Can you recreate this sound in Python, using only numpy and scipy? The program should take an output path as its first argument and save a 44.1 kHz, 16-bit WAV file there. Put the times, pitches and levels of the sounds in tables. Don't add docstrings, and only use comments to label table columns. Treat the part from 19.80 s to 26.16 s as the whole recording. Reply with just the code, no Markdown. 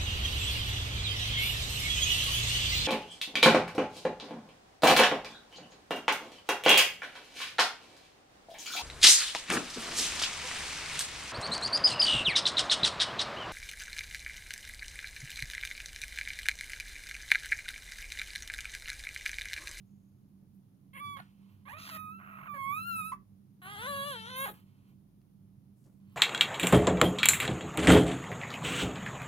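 import sys
import numpy as np
from scipy import signal
from scipy.fft import rfft, irfft
from scipy.io import wavfile
from scipy.ndimage import uniform_filter1d, map_coordinates

SR = 44100
rng = np.random.default_rng(int(sys.argv[2]) if len(sys.argv) > 2 else 0)


def file_out(sig):
    cols = np.atleast_2d(sig).T
    lim = np.clip(cols, -1, 1)
    pcm = np.round(lim * 32767).astype(np.int16)
    wavfile.write(sys.argv[1], SR, pcm)


def rack_gain(trim_db):
    fader = np.asarray(trim_db, float)
    return 10 ** (fader / 20)


N = 280476
TIME = np.arange(N) / SR
FREQ = np.arange(N // 2 + 1) * SR / N

# (time [s], slow fold rhythm [Hz], level
# [dB], mouth gape [dB], left minus right [dB])
YELP = [
    (1.137, 521, -66, 10.5, 0),
    (1.165, 569, -54.5, 0, -4.5),
    (1.177, 510, -55, 5.5, 3),
    (1.197, 558, -57.5, 7, 1),
    (1.21, 578, -46, -4.5, 1),
    (1.25, 575.8, -45.5, 3.5, 0),
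    (1.337, 567.7, -46.5, 0.5, -1),
    (1.369, 546.5, -50.5, -0.5, -7),
    (1.388, 539, -56.5, 2, -5),
]
CROAK = [
    (1.858, 515.2, -62, -6, -3.5),
    (1.882, 599, -51.5, -13, -4),
    (1.886, 403, -56.5, -4, -10),
    (1.922, 485.6, -53, -4.5, -3),
    (1.93, 571, -50, -5, 0),
    (1.96, 618.4, -51, -15.5, -2),
    (1.986, 648.4, -55, 3, -4),
]
SHRIEK = [
    (2.02, 667, -59, 11.5, -0.5),
    (2.151, 648.6, -48.5, 4, -1.5),
    (2.165, 604.6, -47, -1, -3),
    (2.193, 629, -48.5, -7, -5.5),
    (2.282, 628.5, -46, -19.5, 3.5),
    (2.317, 644, -49.5, -17, 0.5),
    (2.355, 669, -50.5, -22, 3),
    (2.384, 670, -57, -11, 3),
]
WHEEZE = [
    (2.401, 658, -57, -20.5, 0),
    (2.576, 647.5, -52.5, -19, -1),
    (2.661, 640.6, -54, -16, -2.5),
    (2.691, 592.6, -44, -21.5, -3.5),
    (2.736, 574.5, -47, -15.5, -6),
    (2.775, 542, -47.5, -13.5, -3.5),
    (2.79, 551, -41.5, -16, -1.5),
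]
SQUEAL = [
    (2.848, 542, -41.5, -13.5, -5.5),
    (2.908, 561, -38, -16, -7.5),
    (2.982, 645, -38.5, -10.5, 2),
    (3.05, 688.5, -46.5, -6.5, 4.5),
    (3.084, 698.3, -40, -9.5, 11.5),
    (3.195, 647, -36.5, -14, 5.5),
    (3.226, 620, -46.5, -6, -10),
    (3.28, 653, -42.5, -9.5, 3),
    (3.316, 654.4, -49, -6, 4),
]
HOWL_UP = [
    (3.822, 365.3, -58, 1.5, 2),
    (3.87, 386.2, -48.5, -1, 4.5),
    (3.918, 417, -49.5, 3.5, -0.5),
    (3.966, 400.5, -51, 6, 7),
    (4.03, 472.5, -44.5, 3, 4),
    (4.085, 576, -40, 1, 7.5),
    (4.134, 561.2, -39.5, -1, 3.5),
    (4.233, 553.5, -42, 3.5, -4.5),
    (4.275, 583, -43.5, 5.5, 12.5),
]
HOWL_DIP = [
    (4.31, 559.8, -43, 5.2, -1),
    (4.366, 454, -48.5, 9.1, 6.5),
    (4.404, 441.5, -56.5, 16, 8.5),
    (4.44, 445.2, -52, 8, 8),
    (4.512, 514, -50, 8, 5),
    (4.54, 512.5, -48, 8, 3.5),
    (4.6, 536.5, -40.5, 4.7, 2),
    (4.652, 553, -40, 2.8, 4),
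]
CRIES = [YELP, CROAK + SHRIEK + WHEEZE + SQUEAL, HOWL_UP + HOWL_DIP]
ATTACK_S, ATTACK_DB = .005, -8

# (time [s], rhythm [Hz], level [dB], hold [s], gape [dB])
BREAKS = [
    (1.396, 413.4, -50, 0.0048, -3),
    (3.322, 565, -39, 0.014, -21.5),
    (4.665, 408.8, -46, .03, 1),
]
BREAK_UNDERSHOOT = [0.99, .86, 0.94]
BREAK_SAG, BREAK_TURN_DB = 1, -0.5
RELEASE_S, RELEASE_DB, RELEASE_GAPE_DB = .03, -34, 17.5

# (time [s], register)
SLIPS = [(0, "creak"), (1.207, "whistle"), (1.365, "gulp"), (1.6, "croak"), (1.886, "slide"),
         (1.928, "croak"), (1.98, "chaos"), (2.11, "split"), (2.177, "pipe"), (2.388, "rasp"),
         (2.68, "pipe"), (2.736, "split"), (2.783, "squeal"), (3.02, "crest"), (3.15, "strain"),
         (3.318, "yip"), (3.6, "hoarse"), (3.87, "howl"), (4.07, "sing"), (4.34, "moan"), (4.455, "grate"),
         (4.515, "moan"), (4.56, "wail"), (4.66, "choke")]
FOLDS = {"creak": (-7, .31), "slide": (-19, .42), "whistle": (-43, .05), "squeal": (-50, .02),
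         "chaos": (-12, .88), "rasp": (-14, .78), "hoarse": (0, .4), "howl": (0, .24), "sing": (0, .12),
         "gulp": (-8, .6), "yip": (-27, .3), "croak": (-7, .46), "split": (-7, .42), "pipe": (-45, .045),
         "crest": (-50, .016), "strain": (-50, .02), "moan": (0, .13), "grate": (0, .4), "wail": (0, .14),
         "choke": (-4, .45)}
COLOURS = {"creak": (1.5, -16.5, -5.5, -11, -4), "slide": (-4, -12.5, -5.5, 1, 2),
           "whistle": (-11, -14, -16.5, -6.5, -4), "squeal": (-5.5, -13.5, -8.5, -0.5, 4),
           "chaos": (-4.5, -13, -11.5, 5.5, 4.5), "rasp": (-4.5, -15, -11, 2.5, 12),
           "hoarse": (-7, -11, -5.5, -4, -4), "howl": (-7.5, -10, -9.5, -2.5, -10),
           "sing": (-18, -10.5, -8, -4, -10), "gulp": (-9.5, -12, -15, -3, 1.5),
           "yip": (-21, -23, -9, 5, -2), "croak": (-3.5, -9, -10, -3, 2), "split": (-7, -17, -9.5, 4.5, 8),
           "pipe": (-9.5, -15.5, -10.5, 0, 6.5), "crest": (-13, -9, -10.5, -2.5, 7.5),
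           "strain": (-6, -15.5, -1.5, 1, -3), "moan": (-11.5, -10.5, -16.5, -3, -13.5),
           "grate": (-10, -10, -17.5, -1.5, -9), "wail": (-8, -13, -6, -3.5, -1.5),
           "choke": (-11, -13.5, -9, -0.5, 4)}
SECOND_PER_GAPE, TOP_PER_GAPE = 0.23, 0.72

# (frequency [Hz], level [dB])
THROAT = [(240, -24), (450, -2.5), (1200, 11.5), (1800, 9), (3500, -14), (4200, -18.5), (4700, -21.5),
          (5600, -31), (7100, -28), (8400, -41), (9200, -26), (10200, -13), (12300, -24.5), (14500, -6),
          (16000, -38.5)]
BAND_EDGES_HZ = [1850, 3000, 4250, 6100, 8600, 12200]

# (time [s], level [dB])
GASPS = [
    [(1.42, -66), (1.48, -71.5), (1.6, -78), (1.7, -72.5), (1.84, -80.5)],
    [(4.74, -58), (4.85, -77.5), (5.1, -78), (5.16, -86)],
    [(6.2, -81.5), (6.3, -75.5), (6.36, -70)],
]
# (frequency [Hz], width [Hz], level [dB])
NOSE = [(1105, 580, -3.5), (2510, 1600, -3.5), (3110, 190, -12.5), (4330, 690, -13), (13500, 3000, -25.5)]

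# (time [s], level [dB], length [s], centre [Hz],
# width [Hz])
RUSTLES = [(0.037, -83, 0.53, 6600, 910), (0.738, -74, 0.055, 13000, 7000),
           (0.746, -79, 0.035, 13500, 5000), (1.695, -74, 0.097, 13500, 2987),
           (5.077, -78, 0.094, 13500, 3000), (5.4155, -60, .003, 2000, 5000),
           (5.952, -75, 0.31, 8940, 9200), (6.037, -70.5, 0.06, 6000, 8050), (0.598, -61.5, 0.11, 200, 200),
           (1.894, -49, 0.1, 100, 79.96), (2.733, -69, 0.073, 100, 79.96), (4.687, -39, 0.04, 419, 295.2),
           (6.049, -54, 0.08, 147, 298), (6.296, -74, 0.0078, 6940, 10000),
           (6.319, -73, 0.046, 13000, 5000), (4.692, -52, 0.09, 12200, 6000),
           (3.316, -64.5, 0.04, 5000, 8954)]

# (frequency [Hz], width [Hz], level [dB], unrelated part [dB])
ROOM_MODES = [(30, 15, -88.5, -4), (53.4, 25, -77, -5), (100, 13, -65.5, -15), (138.3, 56, -63.5, -15.5),
              (198.5, 21, -64.5, -8), (273, 108, -72.5, -5.5), (386, 6.5, -89, -1)]
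MOTOR_HZ, MOTOR_DB = 194.3, -59.5
# (frequency [Hz], density [dB per Hz])
HISS = [(300, -12.5), (400, -4.5), (600, -4), (1040, -8.5), (1640, -15.5), (6500, -20), (7600, -25),
        (8600, -30), (9300, -13), (10500, -16.5), (12000, -17.5), (14500, -15), (16000, -23)]
HISS_DB = -78.5

# (frequency [Hz], left minus right [dB])
PORT_BALANCE = [(60, -6.5), (110, -12.5), (200, -9), (380, 5), (700, 3.5), (1290, -6), (2380, -3.5),
                (4400, -4), (8120, 15), (15000, 13.5)]
PORT_LAG = 11.2


def puppy():
    _, first_db, gape_db, pan_db = uniform_filter1d(curve(sum(cries(), [])), size=130)
    second_db, third_db, top_db, fill_db, sheen_db = register(COLOURS)
    second_db = second_db + SECOND_PER_GAPE * gape_db
    third_db = third_db + gape_db
    top_db = top_db + TOP_PER_GAPE * gape_db

    spectrum = rfft(colour(folds(), THROAT))
    below = [0] + [1 / (1 + (FREQ / edge) ** 20) for edge in BAND_EDGES_HZ] + [1]
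    bands = [irfft(spectrum * (upper - lower), N) for lower, upper in zip(below, below[1:])]
    even = [b / np.sqrt(uniform_filter1d(b ** 2, size=1100) + 1e-4) for b in bands]

    gain = rack_gain(first_db) * during(cries())
    body = even[0] + rack_gain(second_db) * even[1] + rack_gain(third_db) * even[2]
    body += rack_gain(third_db + 2.1 * fill_db - 13.5) * even[3]
    valley_db = 0.42 * third_db + 0.55 * top_db + fill_db - 11.5
    top = rack_gain(valley_db) * even[4] + rack_gain(top_db - 6.0) * (even[5] + rack_gain(sheen_db) * even[6])
    return gain * body, gain * top, pan_db


def folds():
    hz = uniform_filter1d(curve(sum(cries(), []))[0], size=200)
    half_db, rough = register(FOLDS)
    rough = rough * (1 + .35 * np.tanh(walk(30)))
    shake = .11 * rough ** 1.5 * walk(500)
    shake += .07 * rough ** 3 * np.tanh(walk(150))
    shake += .003 * walk(40)
    phase = 2 * np.pi * np.cumsum(hz * (1 + shake)) / SR

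    on = during(cries()) > 0
    lines = np.zeros(N)
    for k in range(1, 42):
        weight = rack_gain(half_db[on]) if k % 2 else 1
        flutter = np.interp(TIME[on] * 30, np.arange(200), rng.standard_normal(200))
        flutter_db = min(.6 * k, 7) * flutter
        audible = k * hz[on] < 16500
        lines[on] += rack_gain(flutter_db) * weight * audible * np.cos(k * phase[on])
    lines *= rack_gain(8 * rough ** 1.4 * np.tanh(walk(900)))

    half = rack_gain(half_db)
    open_share = half * np.cos(phase) + (1 - half) * np.cos(2 * phase)
    air = (1 + .75 * open_share) * rng.standard_normal(N)
    air = colour(air, [(300, -22), (1800, -25), (3500, -12), (5000, -15), (8300, -11), (9300, 3), (16000, 3)])
    return lines + 12 * (.007 + rough + .3 * half) * air


def cries():
    tables = []
    for rows, (s, hz, db, hold, gape_db), dip in zip(CRIES, BREAKS, BREAK_UNDERSHOOT):
        first = np.add(rows[0], (-ATTACK_S, 0, ATTACK_DB, 0, 0))
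        gulp = [(s, hz * dip, db + 2, gape_db),
                (s + hold, hz * (1 + .03), db, gape_db),
                (s + hold + RELEASE_S, hz * BREAK_SAG, db + RELEASE_DB, gape_db + RELEASE_GAPE_DB)]
        tables.append([tuple(first)] + rows + [row + (BREAK_TURN_DB,) for row in gulp])
    return tables


def register(traits):
    now = np.searchsorted([s for s, _ in SLIPS], TIME, side="right") - 1
    values = np.array([traits[name] for _, name in SLIPS], float).T
    return uniform_filter1d(values[:, now], size=500)


def gasps():
    air = sum(rack_gain(db) * unit(resonance(rng.standard_normal(N), hz, width)) for hz, width, db in NOSE)
    level_db = curve(sum(GASPS, []))[0] + 2 * walk(30)
    return air * rack_gain(level_db) * during(GASPS)


def rustles():
    out = np.zeros((2, N + SR))
    for s, db, length, hz, width in RUSTLES:
        age = np.arange(SR) / SR / length
        rise = min(8, hz * length / 3)
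        grain = rng.standard_normal((2, SR)) * rack_gain(2.5 * walk(300)[:SR])
        shared = grain[0] + .5 * grain
        brush = unit(resonance(shared, hz, width)) * (1 - np.exp(-rise * age)) * np.exp(-2.5 * age)
        start = int(s * SR)
        out[:, start:start + SR] += rack_gain(db) * brush
    return out[:, :N]


def room(x, t60_s, wet_db):
    age = np.arange(int(.4 * SR)) / SR
    decay = np.exp(-np.log(1000) * age / t60_s)
    tail = rng.standard_normal((2, len(age))) * decay * (age > .001)
    tail /= np.sqrt(np.sum(tail ** 2, axis=1, keepdims=True))
    return rack_gain(wet_db) * signal.fftconvolve(x[None], tail, axes=1)[:, :N]


def hum():
    mid = sum(rack_gain(db + 1.0 * walk(5)) * unit(resonance(rng.standard_normal(N), hz, width))
              for hz, width, db, _ in ROOM_MODES)
    motor_phase = 2 * np.pi * np.cumsum(MOTOR_HZ * (1 + .008 * walk(5))) / SR
    mid += rack_gain(MOTOR_DB + 1.8 * walk(6)) * np.sin(motor_phase)
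    apart = sum(rack_gain(db + apart_db) * unit(resonance(rng.standard_normal((2, N)), hz, width))
                for hz, width, db, apart_db in ROOM_MODES)
    return np.array([rack_gain(-4.0) * mid, rack_gain(1.5) * late(mid, PORT_LAG)]) + apart


def hiss():
    return np.array([rack_gain(HISS_DB + 0.27 * walk(0.67)) * unit(colour(rng.standard_normal(N), HISS))
                     for _ in range(2)])


def unit(x):
    return x / np.sqrt(np.mean(x ** 2))


def curve(rows):
    s, *columns = np.transpose(rows)
    return [np.interp(TIME, s, c) for c in columns]


def during(tables):
    inside = sum((TIME > t[0][0]) & (TIME < t[-1][0]) for t in tables)
    return uniform_filter1d(1. * inside, size=60)


def colour(x, points):
    hz, db = np.transpose(points)
    grid = np.arange(1025) * SR / 2048 + 1
    cepstrum = irfft(np.log(rack_gain(np.interp(np.log(grid), np.log(hz), db))))
    cepstrum[1:1024] *= 2
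    cepstrum[1025:] = 0
    return signal.fftconvolve(x, irfft(np.exp(rfft(cepstrum))))[:N]


def resonance(x, hz, width):
    freq = np.arange(x.shape[-1] // 2 + 1) * SR / x.shape[-1] + 1
    detuning = (freq - hz ** 2 / freq) / width
    return irfft(rfft(x) / (1 + detuning ** 2), x.shape[-1])


def late(x, samples):
    return irfft(rfft(x) * np.exp(-2j * np.pi * FREQ * samples / SR), N)


def walk(rate):
    k = int(SR / rate)
    held = np.repeat(rng.standard_normal(N // k + 1), k)
    return unit(uniform_filter1d(uniform_filter1d(held, k), k)[:N])


def scene():
    body, top, pan_db = puppy()
    body = rack_gain(6.5) * body + gasps()
    left = colour(rack_gain(pan_db / 2 - 3.0) * body + rack_gain(-10.0) * top, PORT_BALANCE)
    place = np.arange(N) - PORT_LAG - 1.3 * walk(3)
    right = rack_gain(-pan_db / 2 - 2.5) * body + rack_gain(-2.5) * top
    right = map_coordinates(right, [place], order=3)
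    echoes = room(top, t60_s=.045, wet_db=-3)
    echoes += room(resonance(body, 1200, 4500), t60_s=0.17, wet_db=-13.0)
    voice_db = 10 * np.log10(uniform_filter1d(body ** 2, size=9000) + 1e-9)
    lift_db = 0.38 * np.clip(voice_db + 50.5, 0, None)
    return np.array([left, right]) + echoes + rack_gain(lift_db) * hum() + hiss() + rustles()


def top_cut(x):
    return signal.sosfilt(signal.butter(12, 16420, fs=SR, output="sos"), x)


def record(dry):
    return top_cut(dry)


dry = scene()
out = record(dry)
file_out(out)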